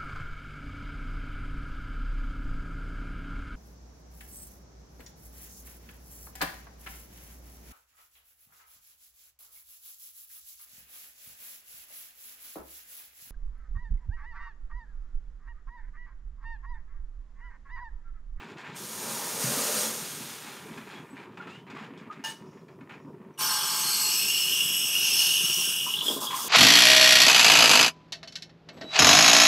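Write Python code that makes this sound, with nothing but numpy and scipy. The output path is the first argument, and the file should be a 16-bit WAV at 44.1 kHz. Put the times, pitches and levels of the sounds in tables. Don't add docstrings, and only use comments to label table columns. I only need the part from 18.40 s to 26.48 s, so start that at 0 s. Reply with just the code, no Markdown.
import sys
import numpy as np
from scipy import signal
from scipy.io import wavfile
from scipy.ndimage import uniform_filter1d, map_coordinates

SR = 44100
rng = np.random.default_rng(int(sys.argv[2]) if len(sys.argv) > 2 else 0)


def ratio_of_db(decibels):
    return 10 ** (np.asarray(decibels, float) / 20)


def materialize(psi):
    bounded = np.clip(np.atleast_2d(psi).T, -1, 1)
    quanta = np.round(bounded * 32767).astype(np.int16)
    wavfile.write(sys.argv[1], SR, quanta)


N = 356460
T = np.arange(N) / SR


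def evened(x):
    return x / np.sqrt(np.mean(x ** 2) + 1e-20)


def played(rows):
    s, *columns = np.transpose(rows)
    gate = uniform_filter1d(1. * (T >= s[0]) * (T <= s[-1]), size=60)
    return gate, *(np.interp(T, s, c) for c in columns)


def coloured(x, shape, peaks=(), base_db=0, size=8192):
    hz = np.abs(np.fft.fftfreq(size, 1 / SR))
    f, db = np.transpose(shape)
    power = ratio_of_db(np.interp(np.log(hz + 1), np.log(f + 1), db) + base_db) ** 2
    for peak_hz, width_hz, peak_db in peaks:
        power = power + ratio_of_db(peak_db) ** 2 / (1 + (2 * (hz - peak_hz) / width_hz) ** 2)
    log_gain = np.log(power + 1e-10) / 2
    spectrum = np.exp(log_gain - 1j * signal.hilbert(log_gain).imag)
    kernel = np.fft.ifft(spectrum).real[:size // 2]
    return evened(signal.oaconvolve(x, kernel)[:N])


def resonate(x, hz, width_hz):
    turn = np.exp(2j * np.pi * np.cumsum(hz) / SR)
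    r = np.exp(-np.pi * np.mean(width_hz) / SR)
    return 2 * (turn * signal.lfilter([1 - r], [1, -r], x / turn)).real


def turbulence(slow_db, slow_s, quick_db, quick_s):
    a, b, c = rng.standard_normal((3, N))
    slow = evened(uniform_filter1d(uniform_filter1d(b, int(slow_s * SR)), int(slow_s * SR)))
    quick = evened(uniform_filter1d(c, int(quick_s * SR) + 1))
    return evened(a * ratio_of_db(slow_db * slow + quick_db * quick))


def patchy(x, db, bins, frames):
    z = signal.stft(x, nperseg=512, noverlap=384)[2]
    field = uniform_filter1d(rng.standard_normal(z.shape), int(bins), 0)
    field = uniform_filter1d(field, int(frames), 1)
    return evened(signal.istft(z * ratio_of_db(db * evened(field)), nperseg=512, noverlap=384)[1][:N])


def bent(x, ratio):
    return map_coordinates(x, [np.cumsum(ratio)], order=3, mode="mirror")


def rings(rows, rise_s, spread):
    out, t = np.zeros(N), np.arange(SR // 2) / SR
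    for s, db, hz, t60_s in rows:
        tone = np.sin(2 * np.pi * hz * t) + 0.69 * np.sin(2 * np.pi * hz * spread * t)
        part = out[round(s * SR):][:len(t)]
        part += (ratio_of_db(db - 60 * t / t60_s) * (1 - np.exp(-t / rise_s)) * tone)[:len(part)]
    return out


def burst(s, t60_s, rise_s):
    t = np.maximum(T - s, 0)
    return (1 - np.exp(-t / rise_s)) * ratio_of_db(-60 * t / t60_s)


def strokes(rows):
    skew, roundness = 0.7, 1
    power = np.zeros((2, N))
    for s, length_s, *db in rows:
        at = slice(max(round(s * SR), 0), round((s + length_s) * SR))
        phase = np.clip((T[at] - s) / length_s, 0, 1) ** skew
        arch = np.abs(np.sin(np.pi * phase)) ** roundness
        power[:, at] += (ratio_of_db(np.array(db))[:, None] * arch) ** 2
    return np.sqrt(power)


def kitchen():
    # f/Hz, density/dB per Hz
    hum_shape = [(24, -68), (40, -34), (150, 4.5), (325, -2), (377, 2.5), (548, -11), (621, -11),
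                 (817, -21), (926, -7), (1380, -18.5), (2450, -58.5), (3740, -58.5), (15500, -70)]
    # f/Hz, density/dB per Hz
    hiss_shape = [(1500, -26.5), (2500, -1.5), (4000, -9), (6000, -11.5), (9000, -12.5), (15500, -14)]
    hiss = ratio_of_db(-75.5) * coloured(rng.standard_normal(N), hiss_shape)
    hum = coloured(turbulence(2.4, 0.021, 1.0, 0.009), hum_shape)
    return hiss + ratio_of_db(-49.5) * patchy(hum, 1.26, 3, 10)


def taps():
    # t/s, level/dB
    tap_events = [(2.341, -35), (2.474, -37), (2.655, -40), (2.692, -42), (2.733, -41), (2.784, -35),
                  (2.893, -42), (2.934, -43), (3.039, -38), (3.229, -45), (3.267, -39), (3.35, -35),
                  (3.399, -33), (3.506, -38), (3.537, -42), (3.666, -40), (3.764, -41), (4.023, -42),
                  (4.13, -46), (4.173, -43), (4.389, -45), (4.459, -54), (4.474, -39), (4.58, -39),
                  (4.601, -43), (4.649, -46), (4.732, -51), (4.747, -48), (4.782, -50), (4.805, -46),
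                  (4.816, -43), (4.849, -44), (4.908, -47)]
    # f/Hz, density/dB per Hz
    tap_shape = [(300, -20), (900, 2), (1500, -1), (2800, -15), (3600, -22), (6000, -43), (12000, -70)]
    # t/s, level/dB, f/Hz
    squeak_curve = [(3.09, -62, 2600), (3.13, -52, 2770), (3.17, -56, 2910), (3.21, -67, 3010),
                    (3.27, -71, 3020)]
    # t/s, level/dB, f/Hz
    thuds = [(0.976, -29, 460), (1.04, -23, 153), (1.108, -32, 232), (1.171, -24, 243), (1.432, -32, 443),
             (1.547, -35, 464), (1.66, -43, 385), (1.807, -34, 150), (1.907, -46, 234), (2.046, -39, 282),
             (2.257, -34, 402), (2.307, -35, 225), (2.382, -33, 226), (2.598, -40.5, 264),
             (2.729, -34, 256), (3.173, -36, 151), (3.33, -33, 240), (3.408, -36, 213), (3.502, -33.5, 266),
             (3.614, -42, 350), (3.793, -38, 253), (3.945, -51, 250), (4.021, -40, 225), (4.065, -37, 234),
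             (4.411, -36, 256), (4.52, -42, 177), (4.647, -34, 262), (4.742, -36, 374), (4.803, -34, 186),
             (4.86, -37, 198)]
    smear_t60_s, thud_t60_s = 0.015, 0.092
    train, t = np.zeros(N), np.arange(1024) / SR
    s, db = np.transpose(tap_events)
    train[np.round(s * SR).astype(int)] = ratio_of_db(db)
    smear = np.where(t == 0, 1, 1.4 * rng.standard_normal(len(t))) * ratio_of_db(-60 * t / smear_t60_s)
    blows = signal.oaconvolve(train, smear)[:N]
    clicks = np.sqrt(np.mean(train ** 2)) * coloured(blows, tap_shape)
    gate, squeak_db, hz = played(squeak_curve)
    squeak = gate * ratio_of_db(squeak_db) * evened(resonate(turbulence(2, .01, 1, .002), hz, 45))
    bumps = rings([(*row, thud_t60_s) for row in thuds], 0.0045, 1.072)
    return ratio_of_db(11) * clicks + squeak + ratio_of_db(-2.5) * bumps


def handling():
    # f/Hz, density/dB per Hz
    rub_shape = [(240, -15), (400, -4.5), (555, -12), (630, -8), (865, 1), (1190, -3), (1480, -1.5),
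                 (2360, -4), (5000, -26), (6500, -82), (11000, -120)]
    # f/Hz, density/dB per Hz
    crisp_shape = [(2060, -15), (3500, -8.5), (4550, -15.5), (4960, -15), (6400, -22), (6990, -18.5),
                   (9190, -31), (15500, -54)]
    # f/Hz, width/Hz, level/dB
    rub_ring = [(1080, 300, -19), (1700, 140, -6.5), (2500, 230, -6.5), (3080, 33, -16), (4740, 39, -33),
                (6740, 160, -28)]
    # f/Hz, width/Hz, level/dB
    wet_ring = [(5000, 130, 1), (5330, 110, -5), (5600, 83, 4), (6030, 90, -5), (6360, 56, -4),
                (6930, 130, -2)]
    # start/s, length/s, rub/dB, crisp/dB
    cloth_strokes = [(-0.03, 0.11, -46.5, -56.5), (0.06, 0.099, -49.5, -56.5), (0.16, 0.089, -46, -54.5),
                     (0.23, 0.11, -45.5, -56), (0.31, 0.12, -49.5, -54), (1.5, 0.75, -51, -48.5),
                     (1.995, 0.31, -48, -52), (2.2, 0.34, -50.5, -58.5), (2.44, 0.21, -48, -55),
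                     (2.6, 0.19, -56.5, -81), (2.75, 0.13, -47, -63), (2.84, 0.25, -60, -72),
                     (3.0, 0.084, -49.5, -64), (3.06, 0.17, -53, -58.5), (3.265, 0.11, -50.5, -74),
                     (3.34, 0.098, -45.5, -61), (3.41, 0.08, -46.5, -62), (3.48, 0.28, -56, -82),
                     (3.71, 0.24, -54.5, -78)]
    # start/s, length/s, rub/dB, wall ring/dB
    dipped_strokes = [(3.93, 0.38, -66, -72.5), (4.28, 0.098, -64, -79), (4.38, 0.24, -72, -86),
                      (4.495, 0.088, -47, -75), (4.59, 0.16, -69, -75), (4.72, 0.47, -69, -100)]
    # t/s, level/dB, crisp/dB
    ticks = [(2.373, -22.5, -50), (2.971, -22, -57), (3.07, -21, -63), (3.267, -32, -68), (3.3, -28, -50),
             (3.348, -40, -58), (3.385, -40, -56), (3.4, -38, -53), (3.435, -42, -60), (3.462, -44, -62),
             (3.506, -41, -77), (3.575, -43, -50), (3.6, -47, -64), (3.71, -28, -62), (3.725, -32, -52),
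             (4.13, -44, -76), (4.173, -40, -80), (4.209, -60, -67), (4.281, -33, -68), (4.407, -34, -76),
             (4.493, -25, -69), (4.52, -38, -63), (4.545, -50, -62), (4.732, -47, -79), (4.816, -49, -87)]
    # t/s, level/dB, f/Hz, t60/s
    pings = [(2.555, -36, 3320, 0.043), (2.7, -54, 7900, 0.15), (3.362, -32, 1150, 0.043),
             (3.7, -25, 1230, 0.04), (3, -29, 1400, 0.044), (2.8, -39, 2350, .04), (3.072, -36, 1290, .06),
             (3.888, -38, 8100, 0.093), (4.94, -46, 5860, 0.022)]
    rub = coloured(turbulence(1.8, .008, 3.2, .0015), rub_shape, rub_ring, base_db=-2.5)
    crisp = coloured(turbulence(2, .006, 4, .0007), crisp_shape)
    wet = coloured(turbulence(2.4, .02, 1.5, .001), crisp_shape, wet_ring, base_db=-12)
    soft, sharp = strokes(cloth_strokes)
    dipped, ringing = strokes(dipped_strokes)
    knocks = np.zeros((2, N))
    for s, db, crisp_db in ticks:
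        knocks += burst(s, 0.095, 0.0016) * ratio_of_db(np.array([[db - 17.0], [crisp_db]]))
    blow = turbulence(1, .004, 1.5, .001)
    struck = knocks[0] * coloured(blow, rub_shape, rub_ring, base_db=-5.0)
    struck = struck + knocks[1] * coloured(blow, crisp_shape)
    moves = (soft + dipped) * rub + sharp * crisp + struck + ringing * wet
    return moves + rings(pings, .006, 1.015)


def clank():
    # f/Hz, level/dB
    jug = [(898, -3), (1614, -10), (1777, -5), (2870, -6), (2950, -4), (3670, -14), (4689, -9), (5250, -10),
           (5720, -13), (6050, -11), (6400, -11), (6730, -14), (8145, -16), (9970, -13)]
    # f/Hz, density/dB per Hz
    scrape_shape = [(290, -54), (500, -7), (888, -9), (2690, -8), (2930, -3), (15500, -21.5)]
    clank_s, rise_s, scrape_s, damped_t60_s = 3.8385, 0.00088, 0.087, 0.044
    loss_db_per_hz_s = .02
    t = np.maximum(T - clank_s, 0)
    damped = ratio_of_db(-60 * np.maximum(t - scrape_s, 0) / damped_t60_s)
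    sag = ratio_of_db(-13.5 * np.minimum(t / scrape_s, 1) ** 1.9)
    linger = ratio_of_db(-20) * burst(clank_s, 0.97, rise_s)
    shape = (1 - np.exp(-t / rise_s)) * sag * damped + linger
    struck = np.zeros(N)
    for hz, db in jug:
        decay = ratio_of_db(db - loss_db_per_hz_s * hz * np.minimum(t, .3))
        struck += 0.86 * decay * np.sin(2 * np.pi * (hz * T + rng.random()))
    modes = [(hz, 35, db) for hz, db in jug]
    scraped = coloured(turbulence(1, 0.0047, 4.6, 0.00033), scrape_shape, modes, base_db=-11)
    return ratio_of_db(-33) * shape * (ratio_of_db(-2.5) * struck + ratio_of_db(-4) * scraped)


def purge():
    # t/s, jet/dB, nearness of the cloth/dB
    flow = [(0.34, -70, -12), (0.365, -46, -9.5), (0.7, -39, -2.5), (0.985, -37.5, -6.5),
            (1.02, -33.5, -4.5), (1.42, -32, -6.5), (1.53, -38.5, -6), (1.9, -46.5, -9), (2.85, -77, 8)]
    # f/Hz, density/dB per Hz
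    jet_shape = [(710, -15.5), (1200, -2), (2340, -5.5), (6770, 1), (7790, -8), (8490, -8), (9060, -16),
                 (12200, -4.5), (15700, -9)]
    # f/Hz, width/Hz, level/dB
    nozzle = [(4980, 14.6, -14), (7000, 400, -10), (8460, 165, -1.5), (9900, 1500, -8), (12000, 320, -11)]
    # f/Hz, density/dB per Hz
    roar_shape = [(35, -100), (70, -43), (226, 3), (308, -7.5), (480, 1.5), (700, -5.5), (920, -1.5),
                  (1300, -8), (3000, -15.5), (3900, -34), (6600, -120)]
    # t/s, level/dB, f/Hz
    pocket = [(0.5, -15, 800), (0.62, -9, 860), (0.88, -2, 915), (1.0, -12, 600), (1.1, -15, 493),
              (1.3, -3, 570), (1.45, -8.5, 580), (1.6, -16, 500)]
    # t/s, level/dB, f/Hz, t60/s
    spit = [(1.046, -27, 137.4, 0.42)]
    gate, jet_db, cloth_db = played(flow)
    jet = coloured(turbulence(0.33, 0.019, 1.3, 0.0013), jet_shape, nozzle, base_db=-8.0)
    roar = coloured(turbulence(0.98, 0.011, 1.0, 0.001), roar_shape)
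    near, pocket_db, pocket_hz = played(pocket)
    roar = patchy(roar + near * ratio_of_db(pocket_db) * resonate(roar, pocket_hz, 190), 0.89, 3, 17)
    steam = gate * ratio_of_db(jet_db) * (ratio_of_db(3.0) * jet + ratio_of_db(cloth_db) * roar)
    return steam + ratio_of_db(-10.5) * rings(spit, 0.002, 0.93)


def surface():
    # t/s, glug/dB, slosh/dB, sucked air/dB, t60/s
    breaks = [(7.191, -30, -47, -45, 0.093), (7.462, -25.5, -39, -54, 0.13), (7.539, -56, -56, -42, 0.23),
              (7.615, -33, -42.5, -53, 0.4), (7.653, -41, -36, -41, 0.27), (7.679, -34, -37, -49, 0.2),
              (7.699, -41, -31, -51, 0.18), (7.762, -30, -27, -53, 0.13), (7.812, -25.5, -35, -56, 0.21),
              (7.829, -25, -49, -53, 0.11), (7.904, -34, -68, -27.5, 0.29), (7.932, -25.5, -63, -43, 0.4),
              (7.969, -39, -66, -45, 0.17), (8.041, -38, -39, -49, 0.49)]
    # f/Hz, density/dB per Hz
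    glug_shape = [(350, -68), (600, -21), (887, -7.5), (1020, 4), (1200, -7), (1400, -15), (1800, -30),
                  (2340, -41), (3960, -120)]
    # f/Hz, density/dB per Hz
    slosh_shape = [(59, -41), (100, -44), (125, -33), (221, 0.5), (447, 0), (518, -2.5), (800, -13),
                   (1040, -61), (1760, -120)]
    # t/s, level/dB, f/Hz
    burble_curve = [(7.9, -49, 1020), (7.935, -34, 1030), (7.96, -39, 1080), (8.02, -45, 1130),
                    (8.045, -57, 1037), (8.09, -46, 1050)]
    glug = coloured(turbulence(2.0, 0.0029, 0.8, 0.0015), glug_shape)
    slosh = coloured(turbulence(1.2, 0.013, 0.84, 0.00047), slosh_shape)
    suck = evened(resonate(turbulence(1.5, 0.0065, 1.2, 0.0013), np.full(N, 1950.), 1200))
    gate, db, hz = played(burble_curve)
    pocket_noise = resonate(turbulence(1.8, 0.0065, 1, .002), hz, 120)
    out = gate * ratio_of_db(db) * evened(resonate(pocket_noise, hz, 300))
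    for s, glug_db, slosh_db, suck_db, t60_s in breaks:
        mixed = ratio_of_db(glug_db - 7.5) * glug + ratio_of_db(slosh_db - 4.5) * slosh + ratio_of_db(suck_db - 8) * suck
        out = out + burst(s, t60_s, 0.0022) * mixed
    return out


def steaming():
    # t/s, flow/dB, bubble cloud over flow/dB, cloud f/Hz
    steam = [(4.976, -58, 15, 3060), (4.992, -35.5, -12, 3050), (5.01, -30.5, -4.5, 3100),
             (5.14, -28.5, -6, 3080), (5.2, -31.5, -2, 3190), (5.62, -29.5, -10.5, 2888),
             (5.72, -29.5, -3, 2500), (5.95, -29.5, 1.4, 2825), (6.3, -30, 4.5, 2950),
             (6.5, -29.5, 1, 2840), (6.85, -28, 2.2, 2830), (6.97, -29, 4.5, 2857), (7.3, -29.5, 1.5, 3050),
             (7.48, -34.5, 4, 2830), (7.598, -39.5, 11.5, 3510), (7.78, -48, 5, 3490),
             (8.09, -38.5, 0.5, 3250)]
    # start/s, length/s, flow/dB, cloud/dB
    puffs = [(7.615, 0.2, -31.5, -32), (7.8, 0.084, -29.5, -38), (7.85, 0.14, -44, -33),
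             (7.93, 0.23, -32, -51)]
    # f/Hz, density/dB per Hz
    shallow_shape = [(1000, -52), (1700, -23), (2180, -7.5), (2890, -5.5), (3850, -7.5), (5480, -9.5),
                     (6980, -6), (8730, -5.5), (11900, -11), (15700, -14)]
    # f/Hz, width/Hz, level/dB
    shallow_ring = [(4280, 21, -1), (4550, 40, -10), (4700, 29, -3), (5360, 24, -4.5), (5660, 26, -11),
                    (5910, 19, 0.5), (6490, 25, -5.5), (6850, 38, -12), (7830, 44, -5.5), (8840, 58, -19),
                    (10900, 78, -23), (11400, 39, -8.5), (12000, 57, -13.5)]
    # f/Hz, density/dB per Hz
    deep_shape = [(1000, -18.5), (1700, -14), (2090, -21.5), (2860, 3.5), (4000, -14), (5530, -5),
                  (7310, -13.5), (8030, -15.5), (10100, -9.5), (11100, -17), (15700, -12)]
    # f/Hz, width/Hz, level/dB
    deep_ring = [(4310, 45, -4), (5400, 68, 1), (5330, 22, -6.5), (5650, 37, -4), (6340, 49, -12),
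                 (6470, 63, 0), (7800, 45, -3), (8100, 59, -2.5), (8600, 81, -10), (10810, 76, -5),
                 (11400, 150, -7.5), (12000, 81, -7), (13500, 200, -11)]
    # f/Hz, density/dB per Hz
    sputter_shape = [(1000, -46), (1700, -38), (2030, -34), (2660, -17), (3350, -10.5), (4350, -13.5),
                     (5190, -5), (5910, -9.5), (8330, -8.5), (14700, -11.5), (15700, -19)]
    # t/s, three resonances f/Hz
    column_curve = [(4.98, 5540, 9260, 12000), (5.35, 5200, 9060, 12000), (5.6, 5100, 8200, 11600),
                    (5.9, 5400, 7970, 12000), (6.4, 5680, 8300, 11400), (6.8, 6000, 8900, 11140),
                    (7.4, 5600, 8700, 11240)]
    column_db = [5.5, 6.5, 6]
    # f/Hz, density/dB per Hz
    gurgle_shape = [(290, -49), (500, -30), (757, -22), (868, 14.5), (947, -2), (1030, 10.5), (2200, -15),
                    (2860, -40), (4840, -120)]
    # f/Hz, width/Hz, level/dB
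    gurgle_ring = [(860, 28, -5), (980, 610, -4), (1588, 59, 5.5)]
    # f/Hz, gain/dB
    full_shape = [(2100, -9), (2500, -3)]
    # f/Hz, width/Hz, level/dB
    full_ring = [(2550, 18, 4.8), (2796, 30, 9), (2922, 110, 5.9), (3100, 20, 2), (3400, 43, 6.8)]
    # t/s, level/dB, f/Hz
    gulp_events = [(7.3917, -16, 2940), (7.5384, -5, 2910), (7.5763, -14.5, 3470), (7.6097, -6.5, 2980),
                   (7.6641, -8.5, 3310), (7.682, -1.5, 3260), (7.8701, -12, 3260)]

    gate, flow_db, cloud_db, cloud_hz = played(steam)
    puff, puff_cloud = strokes(puffs)
    depth = np.interp(T, [5.3, 5.65, 5.95, 6.3], [0, .3, .8, 1])
    surfaced = np.interp(T, [7.42, 7.62], [0, 1])

    ring_up_s, sag_per_s = .09, .013
    shallow = coloured(turbulence(1.0, 0.18, 0.89, 0.0005), shallow_shape, shallow_ring, base_db=-13.5)
    unrung = coloured(turbulence(0.89, .01, 1, .001), shallow_shape)
    rung = np.clip((T - steam[0][0]) / ring_up_s, 0, 1)
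    shallow = rung * shallow + np.sqrt(1 - rung ** 2) * unrung
    shallow = bent(shallow, 1 - sag_per_s * np.clip(T - 5.3, -.4, 1))

    deep = coloured(turbulence(0.31, 0.0073, 0.72, 0.00058), deep_shape, deep_ring, base_db=-1.5)
    sway = 0.00407 * np.sin(2 * np.pi * 1.3 * T) + 0.00308 * np.sin(2 * np.pi * 3.1 * T)
    deep = bent(deep, 1 + sway)
    sinking = resonate(deep, 5210 - 150 * (T - 6.2), 15)
    valley_gain = np.clip(1.1 * (flow_db + 29.0), -.8, 1)
    opened = valley_gain * resonate(deep, np.full(N, 4430), 1600)
    deep = deep + ratio_of_db(11) * sinking + opened

    sputter = coloured(turbulence(0.95, 0.011, 1.3, 0.0011), sputter_shape)
    hiss = np.sqrt(1 - depth) * shallow + np.sqrt(depth * (1 - surfaced)) * deep
    hiss = hiss + np.sqrt(surfaced) * sputter
    column = sum(ratio_of_db(db) * resonate(hiss, hz, hz * 0.076)
                 for hz, db in zip(played(column_curve)[1:], column_db))
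    hiss = patchy(hiss + (1 - surfaced) * column, 1.6, 5, 48.6)
    hiss = patchy(hiss, 1.5, 2, 18)

    pulses = turbulence(2, .004, 1, .002)
    wander = uniform_filter1d(rng.standard_normal(N), size=4000)
    wander_hz = 29.58 * evened(uniform_filter1d(wander, size=4000))
    cloud = resonate(resonate(pulses, cloud_hz, 414), cloud_hz, 1160)
    cloud = coloured(cloud, full_shape, full_ring)
    cloud = bent(cloud, 1 + (wander_hz - wander_hz.mean()) / cloud_hz)
    jet = ratio_of_db(2.1) * np.hypot(ratio_of_db(flow_db), puff) * hiss
    jet = jet + ratio_of_db(-3.5) * np.hypot(ratio_of_db(flow_db + cloud_db), puff_cloud) * cloud

    gurgle = coloured(turbulence(0.77, 0.011, 0.66, 0.0035), gurgle_shape, gurgle_ring, base_db=-1.5)
    shallow_db, deep_db, out_db = -5, -25.5, -49
    surge_db = 1.5 * depth * np.maximum(flow_db + 24.0, 0)
    sunk_db = shallow_db + (deep_db - shallow_db) * depth ** 0.86 + surge_db
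    milk = np.hypot(ratio_of_db(flow_db + sunk_db), ratio_of_db(out_db) * surfaced) * gurgle
    gulps = rings([(*row, 0.023) for row in gulp_events], .004, 1.04)
    low_cut = signal.butter(2, 600, "high", fs=SR, output="sos")
    return signal.sosfilt(low_cut, gate * (jet + milk) + gulps)


def room(x):
    t = np.arange(SR // 2) / SR
    echoes = rng.choice([-1., 1.], len(t)) * (rng.random(len(t)) < .05) * (t > .004)
    low = signal.lfilter([.3], [1, -.7], echoes)
    tail = low * ratio_of_db(-60 * t / 0.24) + (echoes - low) * ratio_of_db(-60 * t / 0.26)
    return signal.oaconvolve(x, tail / np.linalg.norm(tail))[:N]


def scene():
    near = taps() + handling() + clank() + purge() + surface() + steaming()
    near = signal.sosfilt(signal.butter(2, 90, "high", fs=SR, output="sos"), near)
    mix = ratio_of_db(-1.0) * near + ratio_of_db(-5.0) * room(near) + kitchen()
    return np.array([mix, mix])


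def low_pass(x):
    return signal.sosfilt(signal.butter(12, 15820, fs=SR, output="sos"), x)


def record(dry):
    cut = signal.sosfilt(signal.butter(2, 45, "high", fs=SR, output="sos"), dry)
    edge = signal.firwin(2001, 15745, window=("kaiser", 9), fs=SR)
    return low_pass(signal.oaconvolve(cut, edge[None], "same"))


dry = scene()
out = record(dry)
materialize(out)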